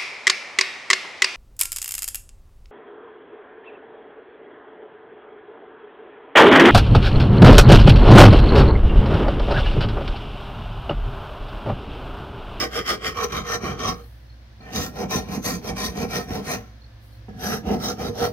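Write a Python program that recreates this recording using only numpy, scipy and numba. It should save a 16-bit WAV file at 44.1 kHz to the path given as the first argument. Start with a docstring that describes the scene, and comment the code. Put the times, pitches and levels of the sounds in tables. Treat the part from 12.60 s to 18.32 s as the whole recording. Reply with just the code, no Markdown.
"""A rasp is pushed and pulled over a wooden tool handle that rests on a plywood bench: first on its flat face,
then on its edge, then on the bevel between. Random tooth ticks ring modes of bench, handle and steel.
Knocks add single blows; chips and dust add a fine hiss. A left-right microphone pair hears the rasp over
a short, scattered workshop echo. Behind it a fridge-like motor hums in wavering tones, shaped noise makes
the air hiss, and pulsed narrow noise makes a faint cricket."""
import sys
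import numpy as np
from scipy import signal
from scipy.fft import rfft, irfft
from scipy.io import wavfile
from scipy.ndimage import uniform_filter1d
from numba import njit

SR = 44100
rng = np.random.default_rng(int(sys.argv[2]) if len(sys.argv) > 2 else 0)


def store_wav(level_fs):
    """Save 16-bit WAV to argv[1]."""
    pcm = np.round(np.clip(np.atleast_2d(level_fs), -1, 1) * 32767)
    wavfile.write(sys.argv[1], SR, pcm.T.astype(np.int16))


N = 252252
T = np.arange(N) / SR

# Motor and mains tones, rms levels: pitch_hz, start_db, end_db, waver_db
HUM = [(59.2, -44, -48, 1.2), (107.7, -56, -45, 1.2), (119.6, -57, -56, 1.2), (215.3, -66, -65, 2),
       (323.0, -69, -71, 2), (527.6, -73, -72, 2), (705.2, -75, -74, 2), (1728, -79, -78, 2)]
# Spectrum of the room air: pitch_hz, relative_level_db (per Hz)
AIR = [(18, -36), (30, -1), (66, -8), (117, -5.5), (168, -22.5), (225, -17), (341, -19.5), (410, -28),
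       (532, -23), (1260, -28.5), (1680, -25.5), (2620, -32), (4310, -31), (6000, -37.5), (7400, -51),
       (15500, -51)]
# Tilt of the air noise between the microphones: pitch_hz, left_minus_right_db
AIR_BALANCE = [(60, -1.5), (110, 0), (200, -3), (380, 2.5), (700, -1), (1290, 0), (2380, 0.5), (4400, -0.5),
               (8120, 8), (15000, 11)]
# Cricket chirps: start_s, relative_level_db
CHIRPS = [(1.39, -66), (1.69, -67), (2.0, -63.5), (4.21, -64.5), (4.519, -67)]
# Chips and dust whisper down as the hands shift:
# loudest_s, level_db (before the left-right tilt), rise_s, hold_s, fall_s (rise and fall span 60 dB)
DUST = [(1.33, -63, .05, 0.14, .9), (4.43, -64.5, .12, .04, .3), (4.53, -69, .2, .03, 0.3)]
# The handle bumps the bench or the rasp lands: start_s, relative_push_db, hardness_db (tap against push)
KNOCKS = [(1.034, -23.5, -20), (2.003, -42, -15), (2.554, -23.5, -14), (2.777, -24, -22), (3.092, -27, -21),
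          (3.706, -21.5, -17), (4.683, -36.5, -9.5), (5.069, -22.5, -18), (5.105, -19.5, -16),
          (5.394, -29.5, -9), (5.616, -20.5, -22)]
# Rasp strokes: full_speed_s, rise_s, hold_s, fall_s, swell_db (over the hold),
# then drive levels steel_db, bench_db, low_wood_db, high_wood_db
STROKES = [(-0.025, 0.092, 0.052, 0.054, -3.5, -28, -35, -26.5, -24.5),
           (0.158, 0.064, 0.015, 0.063, 3, -31.5, -38, -28.5, -27.5),
           (0.29, 0.051, 0.011, 0.072, 3, -27.0, -33.5, -28.0, -24),
           (0.461, 0.06, 0.012, 0.059, 0.5, -31.0, -37, -31.5, -25.5),
           (0.583, 0.062, 0.052, 0.038, 5, -35, -39, -30.5, -27.5),
           (0.731, 0.077, 0.049, 0.057, 5.5, -37, -32.5, -34, -30),
           (0.873, 0.058, 0.067, 0.044, 12, -35.5, -40.5, -33, -29.5),
           (1.053, 0.073, 0.047, 0.074, -1, -38.5, -31.5, -32, -32),
           (1.209, 0.057, 0.068, 0.077, 7, -35.5, -32.5, -30.5, -30.5),
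           (1.373, 0.051, 0.025, 0.074, -7, -59, -52.5, -48, -50),
           (2.013, 0.017, 0.14, 0.062, 15, -60, -45, -46, -48),
           (2.161, 0.053, 0.056, 0.1, -3, -31.5, -32.0, -34, -34.5),
           (2.394, 0.071, 0.02, 0.066, 1.5, -39.5, -31, -29.5, -36.0),
           (2.516, 0.036, 0.029, 0.096, 1, -30.5, -30.5, -30, -31.5),
           (2.733, 0.11, 0.03, 0.051, -1.5, -39.5, -30.0, -34, -38),
           (2.862, 0.047, 0.029, 0.096, 3, -29, -28.5, -31.5, -32.5),
           (3.051, 0.051, 0.038, 0.063, 10, -41, -32.5, -35, -39),
           (3.17, 0.029, 0.069, 0.08, 6, -32, -32.5, -34.5, -32.5),
           (3.383, 0.079, 0.042, 0.051, 6.5, -39.5, -27, -31.5, -36),
           (3.547, 0.073, 0.019, 0.082, -0.5, -31, -32.0, -28.5, -31),
           (3.707, 0.057, 0.058, 0.072, 1, -41.5, -31, -33, -38.5),
           (3.9, 0.082, 0.029, 0.066, 0, -32, -31.5, -31.0, -30.5),
           (4.012, 0.059, 0.025, 0.14, -5, -60, -60, -55.5, -53.5),
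           (4.69, 0.012, 0.042, 0.11, -3.0, -72, -41.5, -54.5, -62),
           (4.847, 0.078, 0.082, 0.087, 1.5, -35.0, -28, -33, -35),
           (5.078, 0.052, 0.041, 0.082, 2.5, -42.5, -26.5, -27.0, -38),
           (5.239, 0.06, 0.054, 0.064, -1.5, -32.5, -30, -31, -34.5),
           (5.414, 0.054, 0.065, 0.044, -2, -39, -32, -29.5, -37.0),
           (5.62, 0.095, 0.024, 0.063, 2.5, -32.5, -30, -23.5, -32.5)]
# When the rasp moves on to the next spot: start_s
TURNS_S = [.55, 1.9, 4.35, 5.02]
# The teeth bite in suddenly: start_s, jump_db (as much lower just before; negative reverses it)
BITES = [(0.274, 3.5), (0.72, 9), (1.024, 0), (1.19, 5.5), (2.004, -2), (2.835, 2), (2.852, 2.5),
         (3.376, -3.5), (3.512, -3), (3.703, 3.5), (3.848, 3), (4.686, 11.5), (5.082, 2), (5.398, -1)]
# Brief surges: the teeth dig in and brighten, or the handle shudders on the bench:
# centre_s, half_length_s, steel_extra_db, bench_extra_db, wood_extra_db
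SURGES = [(0.028, 0.017, 0, 0.5, 0), (0.198, 0.015, -1.5, 4, 3.5), (0.639, 0.012, 6.5, 3, -0.5),
          (0.949, 0.012, 4.5, 5, 0.5), (1.046, 0.013, 0, 3, 1), (1.292, 0.017, 5, 3, 1.5),
          (2.19, .015, 1, 4.5, 2), (2.452, 0.022, -3, 6.5, 1.5), (2.57, 0.018, 2, 2.5, 0),
          (2.783, 0.014, -3, 6.5, 0), (2.92, .015, 0, 2.5, -0.5), (3.133, 0.018, -5, 6, 1),
          (3.253, .015, 3.5, 0.5, -0.5), (3.453, .012, 1, 0, 3.5), (3.564, .015, 2, 4, 0),
          (3.788, 0.016, -0.5, 2.5, 1), (3.92, 0.016, 3, -2, -1), (4.929, .015, -0.5, -4, 4.5),
          (5.098, 0.013, -1.5, -2, 2), (5.148, 0.014, 0.5, 5.5, 0.5), (5.312, 0.013, 1, 1, 2),
          (5.498, .02, 0, 5.5, 0.5), (5.635, 0.015, 0.5, 2, 2.5)]
# The next three each list steel, bench, low wood, high wood.
# Loss once the rise or fall time is spent: loss_db
STOPPED_DB = [24.2, 12, 19.4, 21.3]
# How much of a stroke's swell reaches each body: share (0 to 1)
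SWELL_SHARE = [0.66, 0.49, 0.62, 0.52]
# How late each body follows the stroke: delay_s
LATE_S = [0.0021, 0.0062, 0.001, 0.00033]
# Modes of the plywood bench: pitch_hz, width_hz (nominal), then relative levels face_near_tip_db,
# face_lower_down_db, edge_db, bevel_top_db, bevel_foot_db, then left_minus_right_db, left_lead_rad
BENCH = [(54, 26, -49, -46, -41.5, -48, -47, -0.5, 0.052), (86, 44, -46, -39.5, -39.5, -41.5, -36.5, 0, 0),
         (146, 52, -47, -41, -39, -39, -38, -1, -0.057),
         (189, 28.4, -53, -44.5, -37, -45, -35.5, -4.5, 0.12),
         (214.8, 28, -46.5, -41.5, -36, -31.5, -32, 0.5, -0.0056),
         (241.5, 44, -51.5, -48.5, -39, -38.5, -37.5, -3.5, 0.23),
         (294.7, 57, -45, -46, -41, -53, -37, 0.5, 0.054),
         (353, 49, -43.5, -47, -51, -52, -41, -2.5, -0.18)]
# Modes of the wooden handle: columns as for the bench [Hz, Hz, five dB, dB, rad]
HANDLE = [(425.7, 49.6, -36.5, -37, -39, -35.5, -35, -3, 0.48),
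          (476, 23.4, -45, -37.5, -43, -45, -37.5, -1.5, -0.8),
          (518, 41, -43.5, -55, -46.5, -46, -49, 6.5, 1.6), (617, 115, -44, -45, -44, -44, -41.5, -7.5, 1),
          (736.5, 49, -45.5, -44, -39.5, -38, -37, 0.5, 0.66),
          (777, 41, -50.5, -46.5, -48.5, -45, -45, 0, 0.3), (863, 98, -56, -51, -47, -44.5, -44.5, -2, 1),
          (1028, 49, -51, -44, -43.5, -51, -47, 6, 0.76), (1117, 75, -42, -36, -47, -53.5, -49.5, -6.5, 0),
          (1228.4, 45, -36.5, -39.5, -52, -48, -44.5, 2.5, 0.93),
          (1327, 59, -45.5, -40.5, -43.5, -45.5, -39, -5, 1.57),
          (1520, 240, -39, -44.5, -48, -40.5, -47.5, 3, 1.18),
          (1682, 100, -44, -53.5, -53.5, -40, -49, -4, 2.5),
          (1839.6, 44, -39.5, -44.5, -44, -49, -54, -1.5, 1.56),
          (1945, 74, -38.5, -50, -50.5, -47, -49, 2.5, 2.16),
          (2096, 130, -42.5, -46.5, -50.5, -54, -50.5, -1, 0.7),
          (2336, 98, -41.5, -44, -46.5, -53, -50, 2, 1.5),
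          (2500, 170, -55, -53.5, -48.5, -52.5, -58, 4.5, 2.07),
          (2790, 320, -44, -47.5, -51, -50, -50.5, -5.5, 2.03),
          (3152, 180, -39.5, -46, -55, -53, -52, 5, 1.1)]
# Modes of the steel rasp: columns as for the bench [Hz, Hz, five dB, dB, rad]
STEEL = [(3510, 420, -40, -49.5, -48, -51, -51.5, 0, 1.97),
         (3850, 160, -43, -41, -43.5, -42.5, -43.5, -1, 3),
         (4290, 310, -45.5, -47.5, -45.5, -47, -48, 2, -1.5),
         (4720, 120, -41.5, -47.5, -48, -49, -47, -6, -2),
         (5010, 170, -42.5, -48, -47, -48, -49, -0.5, -1.5),
         (5350, 310, -36, -61, -57.5, -55, -46, -4.5, -2.5),
         (5550, 190, -48, -43.5, -44.5, -40.5, -43.5, -3.5, -3.5),
         (5890, 195, -46.5, -42, -44.5, -43.5, -49.5, 10, 2),
         (6240, 260, -49.5, -45, -42, -45.5, -46, -3, 2), (7070, 540, -47.5, -51, -50.5, -50, -53.5, 3, -2),
         (8250, 4100, -48, -52.5, -53.5, -54, -57, 8, -0.5),
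         (9470, 1550, -55.5, -59, -50, -51, -55.5, 9, 3.5), (10300, 1700, -57, -76, -68, -61, -56.5, 0, -1),
         (12160, 1300, -53, -55, -51, -50.5, -54, 11, 0.5),
         (14460, 1900, -49, -50, -46.5, -47, -48.5, 3, -3)]

AIR_DB = -49.5  # rms
ROOM_T60_S, ROOM_DB = 0.14, -17.5  # decay and level of the duller echo, against the direct sound
TICKS_PER_S, TICK_SPREAD_DB, CHATTER_DB = 5000, 2, 1
SPLIT_HZ = 900  # handle modes below are low wood, the rest high wood
EASING = 1.4  # how round the start and end of a stroke are
TOP_HZ = 15780  # top of the recorder's range


def undb(db):
    """Decibels to gain."""
    return 10 ** (np.asarray(db) / 20)


def unit(x):
    """Scaled to rms 1."""
    return x / np.sqrt(np.mean(x ** 2))


def band(x, lo_hz, hi_hz):
    """Gentle band-pass."""
    edges = [lo_hz, min(hi_hz, .45 * SR)]
    return signal.sosfilt(signal.butter(2, edges, "bandpass", fs=SR, output="sos"), x)


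def walk(rate):
    """Random levels held 1 / rate s and slewed twice; spread 1."""
    k = int(SR / rate)
    steps = np.repeat(rng.standard_normal(N // k + 1), k)
    return unit(uniform_filter1d(uniform_filter1d(steps, k), k)[:N])


def on_log(table, hz):
    """A (pitch_hz, value) table read on a log-frequency axis."""
    f, v = np.transpose(table)
    return np.interp(np.log(np.maximum(hz, 1)), np.log(f), v)


def air():
    """Steady room noise: bass shared by both microphones, treble unrelated."""
    hz = np.fft.rfftfreq(N, 1 / SR)
    mid, side = rfft(rng.standard_normal((2, N))) * undb(on_log(AIR, hz))
    alike = 1 / (1 + (hz / 350) ** 2)
    pan = undb(on_log(AIR_BALANCE, hz) / 2)
    shared, opposed = np.sqrt(1 + alike) * mid, np.sqrt(1 - alike) * side
    pair = np.array([(shared + opposed) * pan, (shared - opposed) / pan])
    return unit(irfft(pair, N)) * undb(AIR_DB + 0.6 * walk(3.84))


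def hum():
    """Motor and mains tones that waver a little, nearly the same left and right."""
    tones = np.zeros(N)
    for hz, start_db, end_db, waver_db in HUM:
        level_db = start_db + (end_db - start_db) * T / T[-1] + waver_db * walk(5.9)
        tones += undb(level_db) * np.sin(2 * np.pi * (hz * T + rng.random()))
    return np.sqrt(2) * tones * undb([[-.6], [.6]])


def cricket(hz=4290, pulse_hz=45, length_s=0.055):
    """Short throbbing chirps of a wing resonance, made of narrow noise."""
    gate = np.zeros(N)
    for s, db in CHIRPS:
        sounding = (T > s) & (T < s + length_s)
        gate += undb(db) * sounding * np.sin(np.pi * pulse_hz * (T - s)) ** 2
    tone = unit(band(rng.standard_normal((2, N)), hz - 70, hz + 70))
    return band(2.8 * gate * tone, hz - 200, hz + 200)


def dust():
    """Chips and dust: a fine, high hiss, stronger at the left microphone."""
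    gain = 0
    for s, db, rise, hold, fall in DUST:
        slack = np.maximum(np.maximum((s - T) / rise, (T - s - hold) / fall), 0)
        gain = gain + undb(db - 60 * slack)
    hiss = band(band(rng.standard_normal((2, N)), 8500, 20000), 8500, 20000)
    return gain * unit(hiss) * undb([[5], [-2]])


def room(x):
    """Decaying scatter off walls and shelves, duller as it fades, different at each microphone."""
    t = T[:SR // 2]
    tail = rng.standard_normal((2, len(t))) * (t > .006)  # the first echo comes after 6 ms
    dull = band(tail, 66, 2320) * undb(-60 * t / ROOM_T60_S)
    bright = band(tail, 2950, 20000) * undb(-60 * t / (0.85 * ROOM_T60_S))
    dull_size = np.sqrt((dull ** 2).sum(axis=1).mean())
    echo = (dull + bright) / dull_size * undb(ROOM_DB)
    return signal.fftconvolve(x, echo, axes=1)[:, :N]


def ticks():
    """Teeth catching fibres at random moments, a few much harder than the rest."""
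    strength, chance = rng.random((2, N))
    hardness = undb(-TICK_SPREAD_DB * np.log(strength + 1e-9))
    return unit(hardness * (chance < TICKS_PER_S / SR))


def blows(soft_s):
    """A soft push for the bench and a sharp tap for the handle at every knock."""
    low, high = np.zeros(N), np.zeros(N)
    for s, db, hard_db in KNOCKS:
        low[int(s * SR)] = undb(db)
        high[int(s * SR)] = undb(db + hard_db)
    return np.convolve(low, np.hanning(int(soft_s * SR)))[:N], high


def effort():
    """Drive of each body in dB: every stroke speeds up, holds while it swells or fades, and slows down."""
    depth_db, share, late = (np.array(v)[:, None] for v in (STOPPED_DB, SWELL_SHARE, LATE_S))
    coarse = T[::64]
    t = coarse - late
    power = 1e-18
    for s, rise, hold, fall, swell_db, *peak_db in STROKES:
        slack = np.maximum(np.maximum((s - t) / rise, (t - s - hold) / fall), 0)
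        lean = np.clip((t - s) / hold, 0, 1) - .5
        level_db = np.array(peak_db)[:, None] + share * swell_db * lean - depth_db * slack ** EASING
        power = power + undb(level_db) ** 2
    surge_db = 0
    for s, half, steel, bench, wood in SURGES:
        extra_db = np.array([steel, bench, wood, wood])[:, None]
        surge_db = surge_db + extra_db * np.exp(-((coarse - s) / half) ** 2)
    return [np.interp(T, coarse, db) for db in 10 * np.log10(power) + surge_db]


@njit
def resonate(x, pole):
    """Two equal complex poles in a row, free to move every sample; the valleys between modes stay dark."""
    y = np.empty(x.shape, np.complex128)
    for c in range(x.shape[0]):
        a = b = 0j
        for i in range(x.shape[1]):
            a = a * pole[i] + x[c, i] + 1e-18
            b = b * pole[i] + a
            y[c, i] = b
    return y


def ring(modes, push, blow, spot, lo_hz, hi_hz, wander_db=2.5, bend=0.0095, alike_hz=2500, least=.4):
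    """Ticks and blows ring a body's modes, shares set by spot; the right microphone hears part its own way."""
    modes = np.array(modes, float)
    power = 10 ** (modes[:, 2:-2] / 10)
    share = np.sqrt(2 * power / power.sum(axis=0))  # the same total power at every spot
    out = np.zeros((2, N))
    for k, (hz, width, pan_db, lead) in enumerate(modes[:, [0, 1, -2, -1]]):
        r = np.exp(-np.pi * width * np.sqrt(2) / SR)
        # the changing pressure of hand and rasp bends the pitch a little
        pole = r * np.exp(2j * np.pi * hz * (1 + bend * walk(11)) / SR)
        # every tooth lands on another fibre and kicks the mode one way or the other
        kicks = push * (2. * rng.integers(0, 2, (2, N)) - 1) + blow
        level = np.sqrt((1 - r * r) ** 3 / (1 + r * r))  # evens out narrow and wide modes
        both, alone = resonate(kicks, pole) * level
        alike = np.clip(1 / np.hypot(1, hz / alike_hz), min(least, 1), 1)
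        right = alike * both + np.sqrt(1 - alike ** 2) * alone
        # the contact point travels, so each mode comes and goes
        gain = share[k, spot] * undb(wander_db * walk(14))
        out[0] += gain * undb(pan_db / 2) * (both * np.exp(.5j * lead)).imag
        out[1] += gain * undb(-pan_db / 2) * (right * np.exp(-.5j * lead)).imag
    return band(out, lo_hz, hi_hz)


def rasp():
    """The same ticks drive every body; the light steel follows their chatter most, the heavy bench least."""
    steel_db, bench_db, low_db, high_db = effort()
    spot = np.searchsorted(TURNS_S, T)
    chatter_db = CHATTER_DB * walk(60) + 1.0 * walk(220)
    # the teeth stick for a moment, then tear loose
    bite_db = sum(db * np.sign(T - s) * np.exp(-np.abs(T - s) / 0.0072) for s, db in BITES)
    push = ticks() * undb(bite_db)
    thud, tap = blows(0.0018)
    low_modes = [m for m in HANDLE if m[0] < SPLIT_HZ]
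    high_modes = [m for m in HANDLE if m[0] >= SPLIT_HZ]

    bench_push = push * undb(bench_db + 0.23 * chatter_db)
    low_push = push * undb(low_db + 0.23 * chatter_db)
    high_push = push * undb(high_db + 0.35 * chatter_db)
    steel_push = push * undb(steel_db + chatter_db)

    bench = ring(BENCH, bench_push, undb(-1.5) * thud, spot, 44, 585,
                 wander_db=1.23, bend=0.015, alike_hz=5000)
    low_wood = ring(low_modes, low_push, undb(30.5) * tap, spot, 315, 1700,
                    wander_db=1.5, bend=0.0096, alike_hz=830)
    high_wood = ring(high_modes, high_push, undb(17.5) * tap, spot, 1020, 5500)
    steel = ring(STEEL, steel_push, 0, spot, 2900, 20000, alike_hz=6000)
    return bench + low_wood + high_wood + steel


def scene():
    """Rasp in its room, over the workshop's own sounds."""
    background = air() + hum() + cricket()
    tool = rasp()
    return background + dust() + room(tool) + tool


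def record(dry):
    """The microphones lose the deepest bass and the recorder cuts the top."""
    dry = signal.sosfilt(signal.butter(4, 44, "highpass", fs=SR, output="sos"), dry)
    return signal.sosfilt(signal.ellip(14, .2, 70, TOP_HZ, fs=SR, output="sos"), dry)


dry = scene()
out = record(dry)
store_wav(out)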